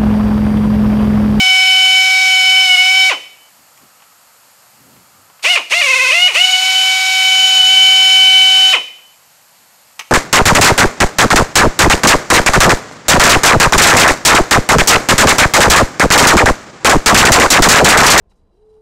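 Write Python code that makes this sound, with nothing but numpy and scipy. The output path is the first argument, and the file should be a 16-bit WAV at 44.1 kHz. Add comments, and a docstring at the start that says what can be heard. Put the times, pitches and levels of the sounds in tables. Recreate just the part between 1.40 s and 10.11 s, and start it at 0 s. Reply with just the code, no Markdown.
"""A workshop, mono, one microphone: a handheld air drill bores a metal hinge.
It is already running; a pause, two blips and a long run follow, over shop hiss and a faint air leak.
Vane pulses give a whine that rings in the exhaust and sags when the bit bites; they also chop the hiss.
In the pauses a gloved hand shifts the hinge (soft swells of low noise) amid light knocks; at the end
a steel tool clacks down (noise cracks with damped ringing). The room adds reflections and a tail."""
import sys
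import numpy as np
from scipy import signal
from scipy.fft import rfft, irfft, next_fast_len
from scipy.io import wavfile
from scipy.ndimage import uniform_filter1d

SR = 44100
rng = np.random.default_rng(int(sys.argv[2]) if len(sys.argv) > 2 else 0)


def dump(signal):
    """Clip the signal to [-1, 1] and save it as 16-bit WAV at the path in sys.argv[1]."""
    limited = np.clip(np.atleast_2d(signal).T, -1, 1)
    pcm = np.round(limited * 32767).astype(np.int16)
    wavfile.write(sys.argv[1], SR, pcm)


N = 384111
TIME = np.arange(N) / SR
SPIN_UP_S, COAST_S = 0.021, 0.054  # time constants of the rotor with the air on and off


def amp(db):
    """Decibels to gain."""
    return np.exp(np.asarray(db) * np.log(10) / 20)


def unit(x):
    """Scales to rms 1."""
    return x / np.sqrt(np.mean(x ** 2) + 1e-20)


def along(rows):
    """The columns of a curve table, one value per sample."""
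    s, *columns = np.transpose(rows)
    return [np.interp(TIME, s, column) for column in columns]


def at_hz(points, hz):
    """Reads a spectrum on a log-frequency axis."""
    f, value = np.transpose(points)
    return np.interp(np.log(hz + 1), np.log(f), value)


def coloured(spectrum, size=N, tilt_db=0):
    """Noise of rms 1 with the given spectrum, tilted per octave."""
    length = next_fast_len(size)
    hz = np.fft.rfftfreq(length, 1 / SR)
    tilt = tilt_db * np.log2((hz + 100) / 2000)
    gain = amp(at_hz(spectrum, hz) + tilt)
    white = rfft(rng.standard_normal(length))
    return unit(irfft(white * gain, length)[:size])


def wander(rate):
    """Random line of rms 1 joining fresh values, rate of them a second."""
    steps = rng.standard_normal(8192)
    return unit(np.interp(TIME * rate, np.arange(len(steps)), steps))


def add(mix, s, sound):
    """Mixes a sound in at time s."""
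    part = mix[max(round(s * SR), 0):][:len(sound)]
    part += sound[:len(part)]


def hump(hz, centre_hz, width_hz):
    """Flat-topped, steep-sided gain of a resonance."""
    off = ((hz - centre_hz) / width_hz) ** 2
    return 1 / (1 + off ** 3)


# Vane passes under the steady push of the hand, before any bite, one list a long run: t/s, f/Hz
STEADY_SPEED = [
    [(0.0, 751.8), (0.79, 755.9), (1.062, 751.5), (1.22, 756), (1.328, 735.3), (1.342, 743.3),
     (1.366, 725.6), (1.384, 740.1), (1.58, 759.2), (1.68, 754.7)],
    [(5.03, 744), (5.07, 753), (5.08, 740.5), (5.12, 753.6), (5.13, 742.4), (5.24, 753.3), (5.61, 756.2),
     (6.18, 755), (6.22, 746.1), (6.31, 757.5), (7.31, 756.7)],
]
# Pulls of the trigger: pressed t/s, released t/s, share left open after release,
# hiss level/dB (before a common trim), howl level/dB, whine after release level/dB
TRIGGER_PULLS = [(-0.5, 1.695, 0, -23, -22, 0.5), (4.024, 4.156, 0.0017, -22, -9.5, -2),
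                 (4.295, 4.877, .22, -23, -7.5, -9), (4.936, 7.329, 0.0053, -21.5, -9.5, 1)]
VALVE_OPEN_S, VALVE_SHUT_S = 0.02, 0.009
ROTOR_LAG_S = 0.007  # the air comes before the rotor moves


def rotor(sag_hz):
    """Each pull opens the valve and spins the rotor up; let go, it coasts towards the share left open."""
    driven_hz = along(np.vstack(STEADY_SPEED))[0] - sag_hz
    hz, valve, hiss_db, howl_db, vane_db = np.zeros((5, N))
    for press, release, left, hiss, howl, after_db in TRIGGER_PULLS:
        on = TIME >= press
        held = np.minimum(TIME[on], release) - press
        since = np.maximum(TIME[on] - release, 0)
        shut = 1 - np.exp(-since / VALVE_SHUT_S)
        # speed starts from whatever the pull before has left
        catching_up = np.exp(-np.maximum(held - ROTOR_LAG_S, 0) / SPIN_UP_S)
        rising = driven_hz[on] + (hz[on][0] - driven_hz[on]) * catching_up
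        hz[on] = rising * (left + (1 - left) * np.exp(-since / COAST_S))
        opening = np.minimum(valve[on][0] + held / VALVE_OPEN_S, 1)
        valve[on] = opening * (1 - (1 - left) * shut)
        fading = np.maximum(1 - held / VALVE_OPEN_S, 0)
        vane_db[on] = vane_db[on][0] * fading + after_db * shut
        hiss_db[on], howl_db[on] = hiss, howl
    return hz, valve, hiss_db, howl_db, vane_db


# Broad exhaust resonances: running free f/Hz, under load f/Hz, half width/Hz
EXHAUST_RESONANCES = [(2410, 2420, 495), (2937, 2570, 325)]
# Their levels running free, before the trim, one list a long run: t/s, lower level/dB, upper level/dB
EXHAUST_LEVELS = [
    [(0.0, -12, -14.5), (0.276, -13, -12.5), (0.346, -16, -11), (0.574, -12.5, -14.5),
     (0.714, -12.5, -22.5), (0.874, -12, -20), (0.94, -12.5, -15.5), (1.178, -13.5, -11.5),
     (1.352, -12, -20.5), (1.468, -8.5, -15), (1.516, -12, -18.5), (1.572, -13, -15.5),
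     (1.68, -12.5, -27.5)],
    [(4.99, -19.5, -16.5), (5.34, -18, -17), (5.39, -29, -13), (5.48, -16.5, -15.5), (5.63, -17, -20.5),
     (5.9, -16.5, -10), (6.27, -30, -8.5), (6.29, -20, -9.5), (6.47, -16.5, -12), (6.56, -20, -13.5),
     (7.0, -16.5, -11), (7.27, -32, -11.5), (7.32, -31, -15)],
]
# Trim running free: lower level/dB, upper level/dB
FREE_TRIM = [1.0, 1.48]
# Levels in place of those above once the motor labours: lower level/dB, upper level/dB
LOADED_LEVELS = [-14.5, -21]
# Narrow peaks of the outlet: f/Hz, half width/Hz
OUTLET_PEAKS = [(5270, 130), (6800, 220)]
# Their levels before the shrill trims, one list a long run: t/s, first level/dB, second level/dB
SHRILL_LEVELS = [
    [(0.0, -26.5, -35), (0.088, -23.5, -38.5), (0.626, -25, -31.5), (1.24, -24, -37), (1.328, -25, -32),
     (1.478, -25.5, -39.5), (1.506, -23, -35), (1.68, -31, -33.5)],
    [(5.03, -35, -27), (5.24, -31.5, -33), (6.19, -33, -25.5), (6.22, -29.5, -38.5), (6.26, -36, -28.5),
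     (6.72, -25, -27), (6.89, -37.5, -38), (7.31, -30, -31)],
]
# Sharp peaks of the exhaust that gliding harmonics cross: f/Hz, half width/Hz
HOWL_PEAKS = [(2490, 60), (2920, 48)]
LABOUR_LOAD = 0.25  # load at which the labouring levels are reached
FULL_RING_HZ, RING_LAW = 560, 1.7  # below this speed the ringing weakens by this power of it


def exhaust_peaks(hz, load, valve, throb_db, howl_db, shut_db=-3, shrill_db=2.5, shrill_load_db=-10):
    """The exhaust's resonances as they move with load and speed: (f/Hz, half width/Hz, gain)."""
    labour = np.minimum(load / LABOUR_LOAD, 1)
    ring = np.minimum(hz / FULL_RING_HZ, 1) ** RING_LAW * amp(throb_db)
    peaks = []
    free_levels = along(np.vstack(EXHAUST_LEVELS))
    broad = zip(EXHAUST_RESONANCES, free_levels, FREE_TRIM, LOADED_LEVELS)
    for (free_hz, loaded_hz, width), free_db, trim, loaded_db in broad:
        db = (free_db + trim) * (1 - labour) + loaded_db * labour
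        centre = free_hz + (loaded_hz - free_hz) * load
        peaks.append((centre, width, ring * amp(db + shut_db * (1 - valve))))
    for (f, width), db in zip(OUTLET_PEAKS, along(np.vstack(SHRILL_LEVELS))):
        peaks.append((f, width, amp(db + shrill_db + shrill_load_db * labour)))
    for f, width in HOWL_PEAKS:
        peaks.append((f, width, ring * amp(howl_db)))
    return peaks


# Relative level of a partial outside the resonances: f/Hz, level/dB
WHINE_BODY = [(150, -47), (330, -31.5), (430, -33), (520, -27), (755, -24.5), (1080, -25), (1380, -32.5),
              (1505, -26.5), (1570, -36.5), (3200, -23), (3780, -27.5), (4400, -33.5), (6200, -35),
              (7500, -43.5), (10000, -49), (12000, -44.5), (15000, -54)]


def whine(turns, hz, load, coast, peaks, flutter_db=0.86, bite_flutter_db=3.0, treble_flutter_db=2.0,
          coast_db=4.5, load_dull_db=-6):
    """Harmonics of the vane pulses swell as they glide through the exhaust's resonances."""
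    slow = slice(None, None, 16)  # levels are worked out at every 16th sample
    hz, load, coast = hz[slow], load[slow], coast[slow]
    peaks = [(np.broadcast_to(f, N)[slow], width, gain[slow]) for f, width, gain in peaks]
    out = np.zeros(N)
    for k in range(1, 17):
        # a coasting rotor gives a deeper note, a loaded one loses its middle partials
        deepening = coast_db * coast * (1 if k < 5 else -1)
        dulling = load_dull_db * load * hump(k * hz, 3900, 1400)
        body = amp(at_hz(WHINE_BODY, k * hz) + deepening + dulling)
        power = body ** 2 + sum((gain * hump(k * hz, f, width)) ** 2 for f, width, gain in peaks)
        # turbulence shakes the partials; up to the fourth it grows with number and with the bite
        shake_db = treble_flutter_db
        if k < 5:
            shake_db = (flutter_db + bite_flutter_db * np.sqrt(load)) * k / 4
        level = np.sqrt(2 * power) * amp(shake_db * wander(110)[slow])
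        tone = np.cos(2 * np.pi * (k * turns + rng.random()))
        out += np.interp(TIME, TIME[slow], level) * tone
    return out


# Dips where sound off the bench cancels the direct hiss: from t/s, to t/s, f/Hz, half width/Hz
BENCH_DIPS = [(0, 1.42, 925, 85), (0, 1.4, 2057, 60)]


def dipped(x):
    """Takes narrow bands out of the hiss while the drill is held low over the bench."""
    hz, spectrum = np.fft.rfftfreq(N, 1 / SR), rfft(x)
    for start, end, f, width in BENCH_DIPS:
        held = np.interp(TIME, [start - 0.1, start, end, end + 0.32], [0, 1, 1, 0])
        x = x - held * irfft(spectrum * hump(hz, f, width), N)
    return x


# Colour of the rushing air: f/Hz, relative level/dB per Hz
HISS_COLOUR = [(25, -52.5), (80, -29), (300, -52.5), (480, -25), (700, -9.5), (1100, -3), (1700, -3.5),
               (2500, 8), (3400, 3.5), (4200, 6.5), (5400, 2.5), (7000, 0), (9000, -4), (11000, -12.5),
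               (15500, -18)]
HISS_TRIM_DB = 2.5  # whole hiss above its treble part


def exhaust_hiss(air, hiss_db):
    """Air rushing out of the exhaust is broad noise, as strong as the flow."""
    return air * amp(hiss_db + HISS_TRIM_DB) * dipped(coloured(HISS_COLOUR))


def sideways_beam(turns, valve, load, beam_db=-12.5):
    """The fourth harmonic leaves the exhaust sideways and comes back off the walls only."""
    return amp(beam_db) * valve * (1 - load) * np.cos(2 * np.pi * 4 * turns)


# Colour of the rattling vanes and gears: f/Hz, relative level/dB per Hz
RATTLE_COLOUR = [(150, -41.5), (400, -18.5), (800, -17.5), (1100, 5.5), (1600, 1.5), (2000, 7), (2550, -1),
                 (3300, 0.5), (6000, -15), (15000, -41.5)]


def gear_rattle(hz, pulses):
    """Vanes and gears rattle as the rotor speeds up or brakes, more the faster its speed changes."""
    change = uniform_filter1d(np.abs(np.gradient(hz)) * SR, size=600)  # Hz per second
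    lurch = np.clip(change / 9000, 0, 1)
    return amp(-18.5 + 2.1 * wander(250)) * lurch * pulses * coloured(RATTLE_COLOUR)


# Decay of the shop: f/Hz, t60/s
ROOM_DECAY = [(150, 0.95), (1000, 0.31), (3000, 0.59), (7000, 0.58), (15000, 0.42)]
# Bench, floor and walls, heard after the direct sound: delay t/s, level/dB
ROOM_REFLECTIONS = [(.0047, -22.5), (.0145, -17.5), (.023, -18), (0.139, -33), (.25, -39.5), (0.401, -49)]


def room(x, tail_db=-16, build_s=0.019):
    """A few distinct reflections and a diffuse tail that dies band by band."""
    hz, t, bands = signal.stft(rng.standard_normal(SR), SR, nperseg=256)
    decay = amp(-60 * t / at_hz(ROOM_DECAY, hz)[:, None])
    bands = bands * decay * (1 - np.exp(-t / build_s))
    tail = signal.istft(bands, SR, nperseg=256)[1]
    response = amp(tail_db) * tail / np.linalg.norm(tail)
    for delay, db in ROOM_REFLECTIONS:
        add(response, delay, amp([db]))
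    return signal.fftconvolve(x, response)[:N]


# Colour of the shop's background: f/Hz, relative level/dB per Hz
SHOP_COLOUR = [(18, -54.5), (30, -25.5), (137, -9.5), (420, -17), (479, -9), (851, -5), (2480, -11.5),
               (2690, -11), (3680, -15.5), (4420, -9.5), (6040, -14), (7070, -8.5), (10500, -16),
               (12200, -7.5), (15500, -38)]
SHOP_DB = -49


def shop_background():
    """Steady noise of the shop, its level drifting slightly."""
    return amp(SHOP_DB + 0.46 * wander(2.7)) * coloured(SHOP_COLOUR)


# Colour of the air seeping from the idle tool: f/Hz, relative level/dB per Hz
LEAK_COLOUR = [(300, -40), (900, -11.5), (1300, 9.5), (1700, -7), (3000, -22), (4600, -17), (6000, -29),
               (15000, -48.5)]
# Course of the leak: t/s, level/dB
LEAK_LEVEL = [(2.1, -73), (2.45, -57.5), (3.1, -59), (3.6, -60), (4.0, -54.5), (4.3, -70)]


def air_leak():
    """Air seeping through a small gap is faint flickering noise, strongest in the pause."""
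    return amp(along(LEAK_LEVEL)[0] + 1.5 * wander(12)) * coloured(LEAK_COLOUR)


# The bit bites and its flutes catch: start t/s, end t/s, sag f/Hz (before inertia),
# catches per s, throb of the exhaust ringing level/dB (before smoothing)
BIT_BITES = [(1.312, 1.39, 2, 24, 2), (4.12, 4.16, 63, 22, 0), (4.345, 4.405, 35.5, 22, 0),
             (4.405, 4.455, 200, 17, 0.5), (4.455, 4.71, 230, 17, 1), (4.71, 4.786, 42, 22, 0.5),
             (4.785, 4.87, 14.8, 22.5, -0.5), (5.016, 5.232, 2.014, 22, 2.5)]
CATCH_SHARE = 0.15  # part of the sag that comes and goes with each catch


def bites():
    """Speed lost to the bit (Hz), eased by the rotor's inertia, and the throb of its flutes (dB)."""
    sag, throb_db = np.zeros(N), np.zeros(N)
    for start, end, sag_hz, rate, depth_db in BIT_BITES:
        biting = (TIME >= start) & (TIME < end)
        catch = np.sin(2 * np.pi * rate * (TIME - start))
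        sag += biting * sag_hz * (1 + CATCH_SHARE * catch)
        throb_db -= biting * depth_db * catch
    keep = np.exp(-1 / (SPIN_UP_S * SR))
    return signal.lfilter([1 - keep], [1, -keep], sag), uniform_filter1d(throb_db, size=200)


# Colour of the bit scraping as it bites: f/Hz, relative level/dB per Hz
CUTTING_COLOUR = [(40, -34), (170, -12.5), (330, -18.5), (1200, -14.5), (2600, 2.5), (4500, -16),
                  (6300, 0.5), (7400, -15), (9000, -2), (11000, -18.5), (15000, -29.5)]


def bit_scrape(air, load, cutting_db=-28):
    """The bit tears metal as rough noise that grows with load and air."""
    return air * load * amp(cutting_db + 2.5 * wander(300)) * coloured(CUTTING_COLOUR)


COAST_AIR_DB = -9.5  # air that the coasting rotor still pumps, at full speed
FULL_PULSE_HZ, PULSE_LAW = 483, 2.5  # below this speed the vane pulses weaken by this power of it


def drill(jitter=0.00074, load_jitter=0.0082, coast_jitter=0.03, chop=0.16, load_chop=0.25, whine_db=-1.0):
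    """One rotor drives the whine and chops the hiss, scrape and rattle; also gives the beam for the room."""
    sag_hz, throb_db = bites()
    hz, valve, hiss_db, howl_db, vane_db = rotor(sag_hz)
    air = valve + (1 - valve) * amp(COAST_AIR_DB) * hz / hz.max()
    pulses = amp(vane_db) * np.minimum(hz / FULL_PULSE_HZ, 1) ** PULSE_LAW
    load = np.clip((750 - hz) / 240, 0, 1)  # any speed below 750 Hz counts, coasting too
    unsteady = jitter + load_jitter * np.sqrt(load) + coast_jitter * (1 - valve)
    turns = np.cumsum(hz * (1 + unsteady * wander(300))) / SR  # vane passes so far
    peaks = exhaust_peaks(hz, load, valve, throb_db, howl_db)
    tone = amp(whine_db) * pulses * whine(turns, hz, load, np.clip(1 - air, 0, 1), peaks)
    noise = exhaust_hiss(air, hiss_db) + bit_scrape(air, load) + gear_rattle(hz, pulses)
    puffs = 1 + (chop + load_chop * load) * np.cos(2 * np.pi * turns)
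    return tone + unit(puffs) * noise, sideways_beam(turns, valve, load)


# Glove and sleeve shifting on the frame: t/s, length/s, level/dB
GLOVE_BUMPS = [(2.211, .06, -56), (2.437, 0.062, -51), (3.42, 0.13, -54), (3.553, 0.17, -50.5),
               (3.8, .25, -58), (8.22, .06, -61)]
# Colour of the cloth: f/Hz, relative level/dB per Hz
CLOTH_COLOUR = [(30, -29), (100, -7), (250, -6.5), (450, -16), (1200, -24), (6000, -30)]


def handling():
    """Soft low swells of cloth against the frame."""
    swell = sum(amp(db) * np.exp(-(2 * (TIME - s) / length) ** 2) for s, length, db in GLOVE_BUMPS)
    return swell * coloured(CLOTH_COLOUR)


# Knocks of hinge and tools: t/s, level/dB (before a common trim), brightness/dB per octave
METAL_KNOCKS = [(2.375, -36, 7), (2.415, -40, -5), (2.603, -41, 0), (2.622, -38, -2), (2.64, -42, -1),
                (3.565, -42, -7), (3.9, -37, -6), (3.994, -36, -2), (8.593, -14.5, 4), (8.596, -16.5, 2),
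                (8.602, -33, -4), (8.61, -21.5, -1), (8.702, -37, -2)]
# Ringing modes of the steel: f/Hz, relative level/dB, t60/s
STEEL_MODES = [(899, -11, 0.21), (1113, 13, 0.14), (1292, -6.5, 0.33), (2220, -5.5, 0.23),
               (2482, -13, 0.12), (2840, -12, 0.12), (3212, -12, 0.47), (3526, -10, 0.14)]
# Colour of the crack before its brightness tilt: f/Hz, relative level/dB per Hz
CRACK_COLOUR = [(88, -60), (150, -35), (780, -2), (1090, -0.5), (1600, -5), (1760, -2.5), (2750, 1),
                (4300, -14.5), (5870, -11.5), (13000, -32), (15500, -33.5)]


def knocks(crack_t60=0.052, ring_db=-9, trim_db=-5.5):
    """Each knock is a short crack and a damped ring of hand-held steel."""
    out, t = np.zeros(N), np.arange(8192) / SR
    for s, db, bright_db in METAL_KNOCKS:
        crack = coloured(CRACK_COLOUR, size=len(t), tilt_db=bright_db) * amp(-60 * t / crack_t60)
        ring = np.zeros(len(t))
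        for f, level, t60 in STEEL_MODES:
            ring += amp(level - 60 * t / t60) * np.sin(2 * np.pi * (f * t + rng.random()))
        ring = amp(ring_db) * ring / np.abs(ring).max()
        add(out, s, amp(db + trim_db) * (crack + ring))
    return out


def scene():
    """The drill, the hand and the steel sound in the shop, over its steady hiss and a faint leak."""
    motor, beam = drill()
    direct = motor + handling() + knocks()
    reflected = room(direct + beam)
    return (direct + reflected + shop_background() + air_leak())[None]


EDGE_HZ = 15680  # upper band limit


def record(dry, knee=0.58, low_cut_hz=50):
    """At the microphone the loudest peaks are rounded off; then the low cut and the band limit."""
    over = np.maximum(np.abs(dry) - knee, 0)
    squeezed = (1 - knee) * np.tanh(over / (1 - knee))
    rounded = np.sign(dry) * (np.abs(dry) - over + squeezed)
    low_cut = signal.butter(2, low_cut_hz, "highpass", fs=SR, output="sos")
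    thinned = signal.sosfilt(low_cut, rounded)
    band_limit = signal.firwin(511, EDGE_HZ, window=("kaiser", 9), fs=SR)
    return signal.oaconvolve(thinned, band_limit[None], "same")


dry = scene()
out = record(dry)
dump(out)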